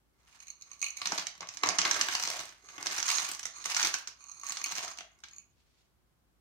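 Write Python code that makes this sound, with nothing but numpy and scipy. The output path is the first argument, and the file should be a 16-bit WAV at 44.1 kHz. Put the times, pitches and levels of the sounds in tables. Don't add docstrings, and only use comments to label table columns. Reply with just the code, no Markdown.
import sys
import numpy as np
from scipy import signal
from scipy.fft import rfft, irfft
from scipy.io import wavfile

SR = 44100
rng = np.random.default_rng(int(sys.argv[2]) if len(sys.argv) > 2 else 0)


def digitize_waveform(pressure):
    field = np.atleast_2d(pressure).T
    bounded = np.clip(field, -1, 1)
    quanta = np.round(bounded * 32767).astype(np.int16)
    wavfile.write(sys.argv[1], SR, quanta)


def rack_gain(trim_db):
    fader = np.asarray(trim_db, float)
    return 10 ** (fader / 20)


N = 282592

# pitch_hz [Hz], level_db [dB], t60_s [s], gained_db [dB] as the bowl empties
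BOWL_MODES = [(3950, -17, .007, -7), (4260, -15, .013, -6.5), (4340, -12.5, 0.027, 3),
              (5400, -17, 0.002, -4), (6070, -12, 0.016, -2), (6380, -12, 0.012, -5),
              (6580, -4, 0.014, -2.5), (6710, -8.5, .025, 22.5), (8950, -21, .01, -8),
              (9280, -22, 0.031, 6)]
# pitch_hz [Hz], level_db [dB], t60_s [s]
POT_MODES = [(350, -8.5, 0.033), (472, -7.5, 0.01), (610.5, -8, 0.035), (699, -2.5, 0.021),
             (844, -2, 0.015), (1144, 1, 0.021), (1280, 5.5, 0.0061), (1575, 1.5, 0.016),
             (2070, -1.5, 0.046), (2160, 2.5, 0.022)]
LEFT_LEAD_S = 0.00019


def rms_one(x):
    return x / np.sqrt(np.mean(x ** 2) + 1e-30)


def at_hz(points, hz):
    points = np.array(points)
    return np.interp(np.log(hz), np.log(points[:, 0]), points[:, 1])


def drift(rate_hz):
    r = np.exp(-2 * np.pi * rate_hz / SR)
    slow = signal.lfilter([1], [1, -2 * r, r * r], rng.standard_normal(N + 20000))
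    return rms_one(slow[20000:])


def cut(x, hz, kind):
    return signal.sosfilt(signal.butter(3, hz, kind, fs=SR, output="sos"), x)


def bands(white):
    edges = 25 * 2 ** np.arange(0, 9.6, .5)
    for k, (low, high) in enumerate(zip(edges, edges[1:])):
        sos = signal.butter(2, [low, high], "band", fs=SR, output="sos")
        yield np.sqrt(low * high), signal.sosfilt(sos, white[k % 2])


def pair(hz, mid, side, likeness):
    alike = np.clip(at_hz(likeness, hz), -1, 1)
    return np.sqrt(1 + alike) * mid + np.sqrt(1 - alike) * side * [[1], [-1]]


def room_tone():
    # pitch_hz [Hz], level_db [dB per Hz]
    floor_spectrum = [(15, -24), (25, -13), (38, -16.5), (52, -4), (108, -8), (170, -10.5), (326, -16),
                      (394, -6.5), (427, -23.5), (489, -18.5), (1020, -21), (1100, -16), (1560, -26),
                      (16000, -35)]
    # pitch_hz [Hz], likeness [-1 to 1]
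    floor_alike = [(60, 0.021), (240, 0.36), (950, 0.12), (3770, -0.21), (15000, 0.095)]
    hiss = 0
    for hz, (mid, side) in bands(rng.standard_normal((2, 2, N))):
        hiss = hiss + rack_gain(at_hz(floor_spectrum, hz)) * pair(hz, mid, side, floor_alike)
    phase = 2 * np.pi * np.cumsum(59.5 + 5 * drift(12)) / SR
    hum = rack_gain(-76 + drift(12)) * np.sin(phase)
    return rack_gain(-74) * rms_one(hiss) + hum


def room_echo():
    # pitch_hz [Hz], t60_s [s]
    room_t60 = [(150, 0.23), (800, 0.41), (3000, 0.35), (8000, 0.19), (16000, 0.16)]
    # pitch_hz [Hz], likeness [0 to 1]
    room_alike = [(100, 1), (300, 0.34), (700, 0.96), (1500, 0)]
    tail_db, rattle_db, rattle_t60_s = -3.5, -9, .012
    t = np.arange(SR) / SR
    walls_answer = np.clip(t / 0.0026, 0, 1)
    tail, rattle = 0, 0
    for hz, (mid, side) in bands(rng.standard_normal((2, 2, SR))):
        both = pair(hz, mid, side, room_alike)
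        tail = tail + both * rack_gain(-60 * t / at_hz(room_t60, hz)) * walls_answer
        rattle = rattle + both[:, ::-1] * rack_gain(-60 * t / rattle_t60_s)
    return (rack_gain(tail_db) * rms_one(tail) + rack_gain(rattle_db) * rms_one(rattle)) / np.sqrt(SR)


def ports(x):
    # pitch_hz [Hz], level_db [dB]
    port_balance = [(60, -5), (110, 0), (200, -1), (380, -3), (700, 0), (1290, -1), (2380, -1), (4400, -2),
                    (8120, -9.5), (15000, 1)]
    cavity_hz, width_hz, cavity_db = 6200, 1000, -2
    r, w = np.exp(-np.pi * width_hz / SR), 2 * np.pi * cavity_hz / SR
    feed = (1 - r * r) / 2 * np.array([1, 0, -1])
    x = x + rack_gain(cavity_db) * signal.lfilter(feed, [1, -2 * r * np.cos(w), r * r], x)
    hz = np.arange(N // 2 + 1) * SR / N + 1
    colour_db = at_hz(port_balance, hz) * np.array([[.5], [-.5]])
    return irfft(rfft(x) * rack_gain(colour_db), N)


def settling():
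    centre_s, width_s, level_db = .33, .08, -70
    swell = np.exp(-((np.arange(N) / SR - centre_s) / width_s) ** 2)
    rustle = cut(cut(rng.standard_normal((2, N)), 950, "high"), 1400, "low")
    return rack_gain(level_db + 3 * drift(40)) * swell * rms_one(rustle)


def finger_rub():
    # time_s [s], level_db [dB]
    rub = [
        (5.5, -88),
        (5.556, -83),
        (5.604, -74),
        (5.633, -80),
        (5.808, -74),
        (6.0, -100),
    ]
    s, level_db = np.transpose(rub)
    track_db = np.interp(np.arange(N) / SR, s, level_db, left=-120, right=-120)
    grain = cut(cut(rng.standard_normal((2, N)), 1873, "high"), 5900, "low")
    return rack_gain(track_db + 1.5 * drift(40)) * rms_one(grain)


def strike(at, sizes, luck, modes, spread_db, extra_db=np.zeros((1, 16))):
    lead_spread_s, pan_spread_db = .00012, 3.5
    smear_s = .0007
    levels = np.array([mode[1] for mode in modes])
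    colour = spread_db * luck[:, :len(modes)]
    strength = rack_gain(levels + colour).sum(axis=1, keepdims=True) / rack_gain(levels).sum()
    colour = colour - 20 * np.log10(strength)
    late = np.round((LEFT_LEAD_S + lead_spread_s * luck[:, 16]) * SR).astype(int)
    pan = rack_gain(pan_spread_db / 2 * luck[:, 17])
    out = np.zeros((2, N))
    for k, (hz, level_db, t60, *_) in enumerate(modes):
        push = sizes * rack_gain(level_db + colour[:, k] + extra_db[:, k]) * (-1) ** k
        clicks = np.full((2, N), 1e-18)
        start = at + (smear_s * SR * np.abs(luck[:, 15 - k])).astype(int)
        np.add.at(clicks[0], np.clip(start, 0, N - 1), push * pan)
        np.add.at(clicks[1], np.clip(start + late, 0, N - 1), push / pan)
        r, w = rack_gain(-60 / (t60 * SR)), 2 * np.pi * hz / SR
        out += signal.lfilter([0, np.sin(w)], [1, -2 * r * np.cos(w), r * r], clicks)
    return out


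def clack(at, size, edge, luck, cycles, pitch_hz=None):
    # pitch_hz [Hz], level_db [dB per Hz]
    stone_spectrum = [(710, -36), (1200, -10.5), (1560, -1.5), (1770, -10), (1950, 0), (2320, -8),
                      (3150, -4), (3400, -7), (6160, -2.5), (11100, -40.5), (15200, -21), (16000, -43.5)]
    focus_db, focus_octaves = 10.5, 0.24
    pitches = np.geomspace(1400, 14800, 16)
    modes = [(hz, at_hz(stone_spectrum, hz) + 20 * np.log10(hz / 6000), cycles / hz) for hz in pitches]
    favour_db = np.zeros((1, 16))
    if pitch_hz is not None:
        octaves = np.log2(pitches / pitch_hz[:, None])
        favour_db = focus_db * (np.exp(-(octaves / focus_octaves) ** 2) - .5)
    body = strike(at, size, luck, modes[:11], 2.5, favour_db)
    top_modes = [(hz, db - 3, 4 * t60) for hz, db, t60 in modes[11:]]
    top = strike(at, size * edge, luck[:, ::-1], top_modes, spread_db=6)
    return cut(cut(body, 660, "high"), 6950, "low") + cut(cut(top, 8000, "high"), 13500, "low")


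def chatter(table, spread_s, fade_db):
    s, peak_db, *relative_db = np.transpose(np.repeat(table, 4, axis=0))
    luck = rng.standard_normal((len(s), 21))
    touch = np.arange(len(s)) % 4 - 1
    at = np.round((s + touch * spread_s * rack_gain(3.8 * luck[:, 18])) * SR).astype(int)
    loss_db = np.where(touch < 0, 18, touch * fade_db)
    size = rack_gain(peak_db - loss_db) * np.sign(luck[:, 19])
    return at, size, luck, peak_db, relative_db


def emptying(at):
    bare_s, bare_width_s = 4.9, .3
    gained_db = np.array(BOWL_MODES)[:, 3]
    empty = 0.72 * at / N - .4 + 0.19 * np.tanh((at / SR - bare_s) / bare_width_s)
    return np.outer(empty, np.pad(gained_db, (0, 16 - len(gained_db))))


def glass_ticks():
    # time_s [s], peak_db [dB], lowest_ring_db [dB relative],
    # second_ring_db [dB relative]
    bowl_ticks = [(0.3262, -54, -32, -10), (0.39, -52, -32, -18), (0.402, -40.5, -24, -18),
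                  (0.4252, -44, -28, -13), (0.4334, -46, -34, -20), (0.4698, -40, -33, -20),
                  (0.4817, -35, -42, -15.5), (0.5021, -33, -44, -25), (0.6107, -42, -44, -22.5),
                  (0.6213, -36, -39, -23), (0.6794, -52.5, -32, -17), (0.7148, -36, -20, -20),
                  (0.7317, -40, -17, -18), (0.8028, -43, -38, -34.5), (0.816, -22.5, -46, -22),
                  (0.8266, -21, -22.5, -11), (0.8421, -19, -28.5, -19), (0.85, -43, -31.5, -18.5),
                  (0.8634, -26.5, -31, -8.5), (0.8844, -33, -42, -12.5), (0.9034, -33, -40, -22),
                  (0.9701, -23.5, -42, -23), (0.9844, -41, -36, -12),
                  (4.214, -53, -20, -24), (4.2246, -48, -16, -16), (4.2399, -42.5, -12.5, -18),
                  (4.295, -40, -12.5, -21), (4.3155, -34.5, -23, -29), (4.3972, -38, -25, -28),
                  (4.4134, -35.5, -26, -28), (4.4333, -33, -6, -22), (4.4662, -26.5, -31, -24),
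                  (4.4947, -25, -17, -21), (4.6401, -16, -30, -19), (5.311, -48, -25.5, -22.5),
                  (5.3335, -46.5, -27, -16), (5.362, -42, -32, -35), (5.382, -41.5, -29.5, -19),
                  (5.3993, -53, -30, -10.5), (5.42, -61, -30, -11), (4.369, -47, -27, -21),
                  (0.793, -45, -39, -35), (0.852, -36, -31, -23)]
    # pitch_hz [Hz], level_db [dB], t60_s [s]
    low_ring = [(1130, 0, .04), (1230, -6, .02)]
    # pitch_hz [Hz], level_db [dB], t60_s [s]
    second_ring = [(2260, -0.5, 0.023), (2497, -0.5, 0.031), (2850, -1, 0.013)]
    at, size, luck, _, (low_db, second_db) = chatter(bowl_ticks, spread_s=.0011, fade_db=10)
    edge = rack_gain(-8.5 + 2 * luck[:, 20])
    high = strike(at, size * rack_gain(-4.5), luck, BOWL_MODES, 3.4, emptying(at))
    mid = strike(at, size * rack_gain(second_db + 2), luck, second_ring, spread_db=2)
    bottom = strike(at, size * rack_gain(low_db - 3), luck, low_ring, spread_db=2)
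    upper = cut(cut(high + mid, 2200, "high"), 22000, "low")
    lower = cut(cut(bottom, 1800, "low"), 590, "high")
    return upper + lower + clack(at, size * rack_gain(-6.5), edge * rack_gain(27.5), luck, cycles=0.88)


def wall_knocks():
    # time_s [s], peak_db [dB], pitch_hz [Hz]
    knocks = [(0.992, -52, 1250), (1.016, -27, 1160), (1.057, -29, 1870), (1.118, -24.5, 719),
              (1.179, -33.5, 1230), (1.406, -35.5, 649), (1.491, -47.5, 1200), (1.635, -17, 1120),
              (1.689, -22, 689), (1.788, -26, 1600), (1.852, -24, 1520), (1.91, -26.5, 1630),
              (2.084, -22, 1600), (2.233, -45, 2080), (2.275, -34, 2150), (2.34, -28, 684),
              (2.523, -44, 1520), (2.638, -50, 415), (2.686, -43, 1230), (2.718, -56, 1310),
              (2.781, -50, 848), (2.858, -40.5, 770), (2.924, -36, 1520), (3.054, -31.5, 1420),
              (3.083, -27, 1920), (3.18, -30, 1920), (3.221, -35, 1600), (3.365, -43, 1130),
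              (3.428, -49, 1510), (3.454, -38, 1980), (3.508, -46, 1990), (3.581, -41, 1190),
              (3.655, -32, 1130), (3.723, -34, 1990), (3.764, -28, 1380), (3.793, -22.5, 1530),
              (3.837, -34, 1230), (3.939, -24, 1530), (4.069, -52, 1620), (4.241, -58, 1150),
              (4.293, -60, 1080), (4.313, -50, 1190), (4.399, -61, 1210), (4.432, -37, 1120),
              (4.503, -40, 1190), (4.613, -34, 1910), (4.677, -39, 1200), (4.71, -34, 754),
              (4.782, -30, 697), (4.845, -31, 705), (4.875, -31.5, 1270), (4.983, -47, 1190),
              (5.006, -40, 1250), (5.236, -36.5, 1590),
              (1.128, -30, 280),
        (1.1, -40, 420),
        (3.841, -34.5, 350),
        (2.3, -29, 630),
    ]
    level_db, t60_s, rise_s = -1.5, 0.019, 0.0012
    s, peak_db, hz = np.transpose(knocks)[:, :, None]
    t = np.arange(SR // 8) / SR
    luck = rng.standard_normal((len(s), 2, 1))
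    neighbour_hz = hz * (1.5 + 0.19 * luck[:, 0])
    tone = np.sin(2 * np.pi * hz * t) + .45 * np.sin(2 * np.pi * neighbour_hz * t)
    wave = rack_gain(peak_db + level_db - 60 * t / t60_s) * (1 - np.exp(-t / rise_s)) * tone
    at = (s * SR).astype(int) + np.arange(len(t))
    pan = rack_gain(luck[:, 1])
    out = np.zeros((2, N))
    np.add.at(out[0], at, wave * pan)
    np.add.at(out[1], at + int(LEFT_LEAD_S * SR), wave / pan)
    return out


def pot_landings(stones):
    # pitch_hz [Hz], level_db [dB], t60_s [s]
    table_modes = [(97, 1, 0.07), (148, 2, 0.06), (180, -1, 0.13), (282, 2.5, 0.083)]
    at, size, luck, peak_db, relative = chatter(stones, spread_s=.0016, fade_db=4)
    wall_db, sharpness_db, pitch_hz = relative
    push_db = -44.5 - (1 - 0.69) * peak_db + 0.44 * wall_db
    push_db = push_db - 1 * (at - at.mean()) / SR
    blunt_db = 0.1 * (peak_db - peak_db.mean())
    edge = rack_gain(-11.5 - blunt_db + sharpness_db - sharpness_db.mean())
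    thump = strike(at, size * rack_gain(wall_db - 6.5), luck, POT_MODES, spread_db=2.5)
    push = strike(at, size * rack_gain(push_db), luck, table_modes, spread_db=5)
    lows = cut(cut(thump, 1800, "low"), 260, "high") + cut(cut(push, 580, "low"), 50, "high")
    return lows + clack(at, size * rack_gain(4.5), edge * rack_gain(13.0), luck, cycles=7.38, pitch_hz=pitch_hz)


def swells(table, ebb_db_per_s, lead_s=0, extra_db=0):
    swell_db = 28.5
    start, swell, hold, level_db = np.transpose(table)[:4, :, None]
    t = np.arange(0, N, 32) / SR + lead_s - start
    swell = np.maximum(swell, .01)
    rise = swell_db * np.maximum(1 - t / swell, 0)
    ebb = ebb_db_per_s * np.maximum(t - swell - hold, 0)
    power = rack_gain(level_db + extra_db - rise - ebb) ** 2
    return np.interp(np.arange(N) / 32, np.arange(t.shape[1]), np.sqrt(power.sum(axis=0)))


def stream():
    # start_s [s], swell_s [s], hold_s [s], flow_db [dB], pot_wall_db [dB relative]
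    surges = [(0.116, 0.17, 0.13, -59.5, -12), (0.602, 0.1, 0.22, -61.5, -6.5),
              (0.918, 0.14, 0.11, -40.5, -17), (1.405, 0.1, 0.045, -56, -6.5),
              (1.638, 0.097, 0.048, -48, 12.5), (1.745, 0.15, 0.17, -35, 1),
              (2.034, 0.081, 0.24, -37, -9.5), (2.668, 0.27, 0.053, -34, -6.5),
              (2.985, 0.082, 0.17, -35, -16), (3.55, 0.14, 0.17, -33, -20),
              (4.352, 0.13, 0.081, -46, -15.5), (4.547, 0.16, 0.1, -38, -13), (5.214, 0.026, .03, -64, -6)]
    # start_s [s], swell_s [s], hold_s [s], level_db [dB]
    slides = [
        (.2, 0.23, 0.36, -62.5),
        (.8, 0.057, 0.29, -51.5),
        (1.45, 0.19, 0.3, -42),
        (2.55, 0.13, 0.21, -51.5),
        (2.9, 0.19, 0.086, -29),
        (3.4, 0.15, 0.39, -43),
        (4.16, 0.045, 0.27, -51),
        (4.4, 0.12, 0.15, -43),
        (4.6, 0.086, 0.15, -39.5),
        (5.28, 0.036, 0.028, -64),
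    ]
    flow, slide = swells(surges, 122.5), swells(slides, 124)
    wall = swells(surges, 122.5, lead_s=0.081, extra_db=np.array(surges)[:, 4:])
    contacts_per_s = 1100 * rack_gain(5.5 * drift(30))
    at = np.flatnonzero(rng.random(N) < contacts_per_s / SR)
    strength = rack_gain(5.32 * np.minimum(rng.exponential(1, N), 2.3))
    size = (strength * rng.choice([-1, 1], N))[at]
    luck = rng.standard_normal(N + 21)[at[:, None] + np.arange(21)]
    edge = rack_gain(5.5 + 2.9 * luck[:, 19])
    stones = clack(at, size * flow[at] * rack_gain(-3.0), edge, luck, cycles=3.6)
    pot = POT_MODES + [(154.9, -27.5, 0.019), (314, -19.0, 0.064)]
    thump = strike(at, size * wall[at] * rack_gain(-24.5), luck, pot, spread_db=3.0)
    glass = BOWL_MODES + [(1174, -7.5, 0.02), (2446, -14.5, 0.021)]
    ting = strike(at, size * slide[at] * rack_gain(-19.0), luck, glass, 7.5, emptying(at))
    return stones + cut(ting, 860, "high") + cut(cut(thump, 2600, "low"), 124, "high")


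def scene():
    # time_s [s], peak_db [dB], pot_wall_db [dB
    # relative], sharpness_db [dB], pitch_hz [Hz]
    pot_stones = [(1.0166, -23.5, -23.5, -28, 3940), (1.0565, -18, -25.5, -31.5, 4030),
                  (1.0714, -22.5, -18.5, -30, 6100), (1.1199, -22.5, -6, -34, 5770),
                  (1.1782, -23.5, -20.5, -36, 5710), (1.1824, -18.5, -18.5, -31, 4590),
                  (1.2224, -32, -22, -31, 2860), (1.269, -24, -28.5, -28, 5410),
                  (1.3523, -42.5, -28, -35, 5840), (1.3773, -48, -7, -20.5, 5840),
                  (1.4067, -30, -11, -33, 6010), (1.4184, -35.5, -5.5, -40, 4160),
                  (1.4274, -35.5, -1.5, -35.5, 2530), (1.4716, -42.5, -17.5, -25, 5770),
                  (1.488, -30.5, -28.5, -34.5, 5780), (1.5384, -39.5, -18.5, -24.5, 6270),
                  (1.5454, -41, -20, -20, 6160), (1.5713, -33.5, -28.5, -25.5, 6090),
                  (1.6337, -17, -19, -33.5, 2610), (1.6345, -14.5, -9, -32, 4080),
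                  (1.6596, -23.5, -6.5, -24.5, 6370), (1.6704, -23.5, -8, -27, 5880),
                  (1.6881, -16.5, -13, -30.5, 5940), (1.7034, -23, -16, -31, 2500),
                  (1.7863, -10.5, -18.5, -35, 6150), (1.8158, -19.5, -25, -36, 5700),
                  (1.8512, -13.5, -18.5, -32.5, 3760), (1.8754, -26, -14.5, -24, 2510),
                  (1.9116, -14, -26.5, -30, 5860), (1.9324, -24, -20, -29, 6160),
                  (1.9644, -29, -10.5, -22, 2580), (2.0115, -14.5, -23, -28, 5700),
                  (2.0854, -22.5, -10.5, -22.5, 3950), (2.1281, -31, -29.5, -31, 5680),
                  (2.151, -17, -32.5, -31, 5720), (2.1977, -21.5, -38, -23.5, 6160),
               (2.2246, -26.5, -33, -19, 5690), (2.2353, -21, -24, -22, 5760),
               (2.2518, -23, -28, -26, 5730), (2.2743, -23, -13, -27, 5730),
               (2.3016, -22.5, -23, -19.5, 5730), (2.3618, -37.5, -2, -22.5, 5790),
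               (2.392, -28.5, -12, -26.5, 5940), (2.402, -34, -8, -22, 5600),
               (2.434, -37.5, -7.5, -21.5, 6120), (2.453, -34.5, -33, -23, 7260),
               (2.4909, -41, -14.5, -25.5, 5620), (2.5244, -45, -13, -22, 3640),
               (2.6877, -34, -25.5, -34, 3760), (2.721, -48, -31, -30, 6130), (2.78, -30, -10, -32.5, 2770),
               (2.826, -31, -11.5, -21, 6040), (2.8594, -25, -12, -23.5, 6220),
               (2.868, -21.5, -19.5, -28, 6070), (2.9233, -28, -25, -22, 6270),
               (2.963, -30, -24, -26, 6060), (2.9816, -20, -24, -25, 6230), (3.0273, -23, -31.5, -23, 5970),
               (3.0565, -30, -20, -18.5, 6510), (3.0811, -21.5, -33, -24, 6090),
               (3.1009, -18.5, -22.5, -18, 4350), (3.1132, -19.5, -30, -19, 5330),
               (3.1575, -24, -20.5, -28, 5820), (3.1838, -20.5, -18, -28, 4770),
               (3.2206, -25, -14.5, -24.5, 2620), (3.2892, -27, -15, -16, 6020),
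               (3.3148, -27, -21, -12.5, 6360), (3.348, -30.5, -28, -19.5, 6360),
               (3.3935, -29, -25, -19, 6310), (3.4302, -31.5, -21, -23, 5670),
               (3.4545, -22, -31.5, -25.5, 6540),
                  (3.5803, -45, -4, -21, 6540), (3.6409, -31.5, -26, -23, 6370),
                   (3.6569, -20, -19.5, -27, 6380), (3.698, -25, -23, -24, 4340),
                   (3.7184, -24.5, -31, -27, 4400), (3.747, -20, -23, -26.5, 6200),
                   (3.7657, -16, -32, -28.5, 6300), (3.7704, -22, -32, -26, 6380),
                   (3.7961, -19, -31, -28.5, 4800), (3.8055, -19.5, -23, -25, 3870),
                   (3.8273, -17, -31, -30, 6000), (3.8332, -19, -27, -27.5, 6200),
                   (3.848, -16, -16, -25.5, 6220), (3.8707, -21, -16, -25.5, 6330),
                   (3.9392, -26, -19, -28, 3600), (3.9401, -20, -29, -25, 5870),
                   (3.9863, -34.5, -26, -18, 5750), (4.0734, -28, -31, -30.5, 6200),
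                   (4.0834, -37.5, -17, -26, 5540), (4.4433, -40.5, -22, -18, 6600),
                   (4.4877, -31.5, -29, -17.5, 6520), (4.5213, -27, -22, -17.5, 4280),
                   (4.57, -26.5, -32, -29.5, 5800), (4.6153, -29, -23, -30, 6750),
                   (4.6603, -24.5, -24, -29, 6300), (4.72, -22.5, -18.5, -24, 5340),
                   (4.753, -29.5, -22, -23, 6580), (4.773, -27, -24, -24, 6600),
                   (4.7823, -24.5, -15.5, -25, 6400), (4.8282, -31.5, -17, -24, 6600),
                   (4.833, -31, -10, -31, 6650), (4.8792, -31, -14, -28, 5370),
                   (4.9852, -31.5, -19.5, -27.5, 5400), (5.007, -32, -12.5, -34, 3065),
                   (5.1886, -60, -20, -19, 5860), (5.2037, -60, -17, -20, 5880),
                   (5.238, -34, -26, -32, 4500), (5.2843, -44.5, -28, -31, 6100)]
    # time_s [s], peak_db [dB], pot_wall_db [dB relative], sharpness_db [dB],
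    # pitch_hz [Hz]
    strays = [(1.195, -26, -21.5, -32, 5640), (1.943, -24.5, -23, -30.5, 5100),
              (2.136, -25, -20, -24.5, 4800), (2.188, -33, -26, -31.5, 3700),
              (2.286, -26.5, -30, -30.5, 4600), (2.314, -28, -26, -30, 4520),
              (2.900, -30, -23.5, -28.5, 4200), (3.002, -27.5, -23.5, -26.5, 5500),
              (3.087, -22, -27, -25, 5500), (3.091, -21, -31, -25.5, 4200), (3.132, -31, -25, -27.5, 5090),
              (3.298, -32, -18.5, -29, 3350), (3.335, -34.5, -26, -27, 6000),
              (4.505, -29.5, -19, -28.5, 6450), (4.848, -32.5, -23, -29.5, 4400),
              (4.914, -36, -19, -32.5, 5570), (4.974, -38.5, -32, -30.5, 5000),
              (3.949, -28.5, -26, -28.5, 5200)]
    landings = pot_landings(pot_stones) + pot_landings(strays)
    gravel = glass_ticks() + wall_knocks() + landings + stream()
    echo = signal.fftconvolve(gravel, room_echo(), axes=1)[:, :N]
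    return ports(gravel + echo) + finger_rub() + room_tone() + settling()


def band_limit(x):
    return signal.sosfilt(signal.butter(12, 16800, fs=SR, output="sos"), x)


def record(dry):
    top = signal.cheby2(12, 50, 16500, fs=SR, output="sos")
    mix = signal.sosfilt(top, dry)
    return band_limit(mix)


dry = scene()
out = record(dry)
digitize_waveform(out)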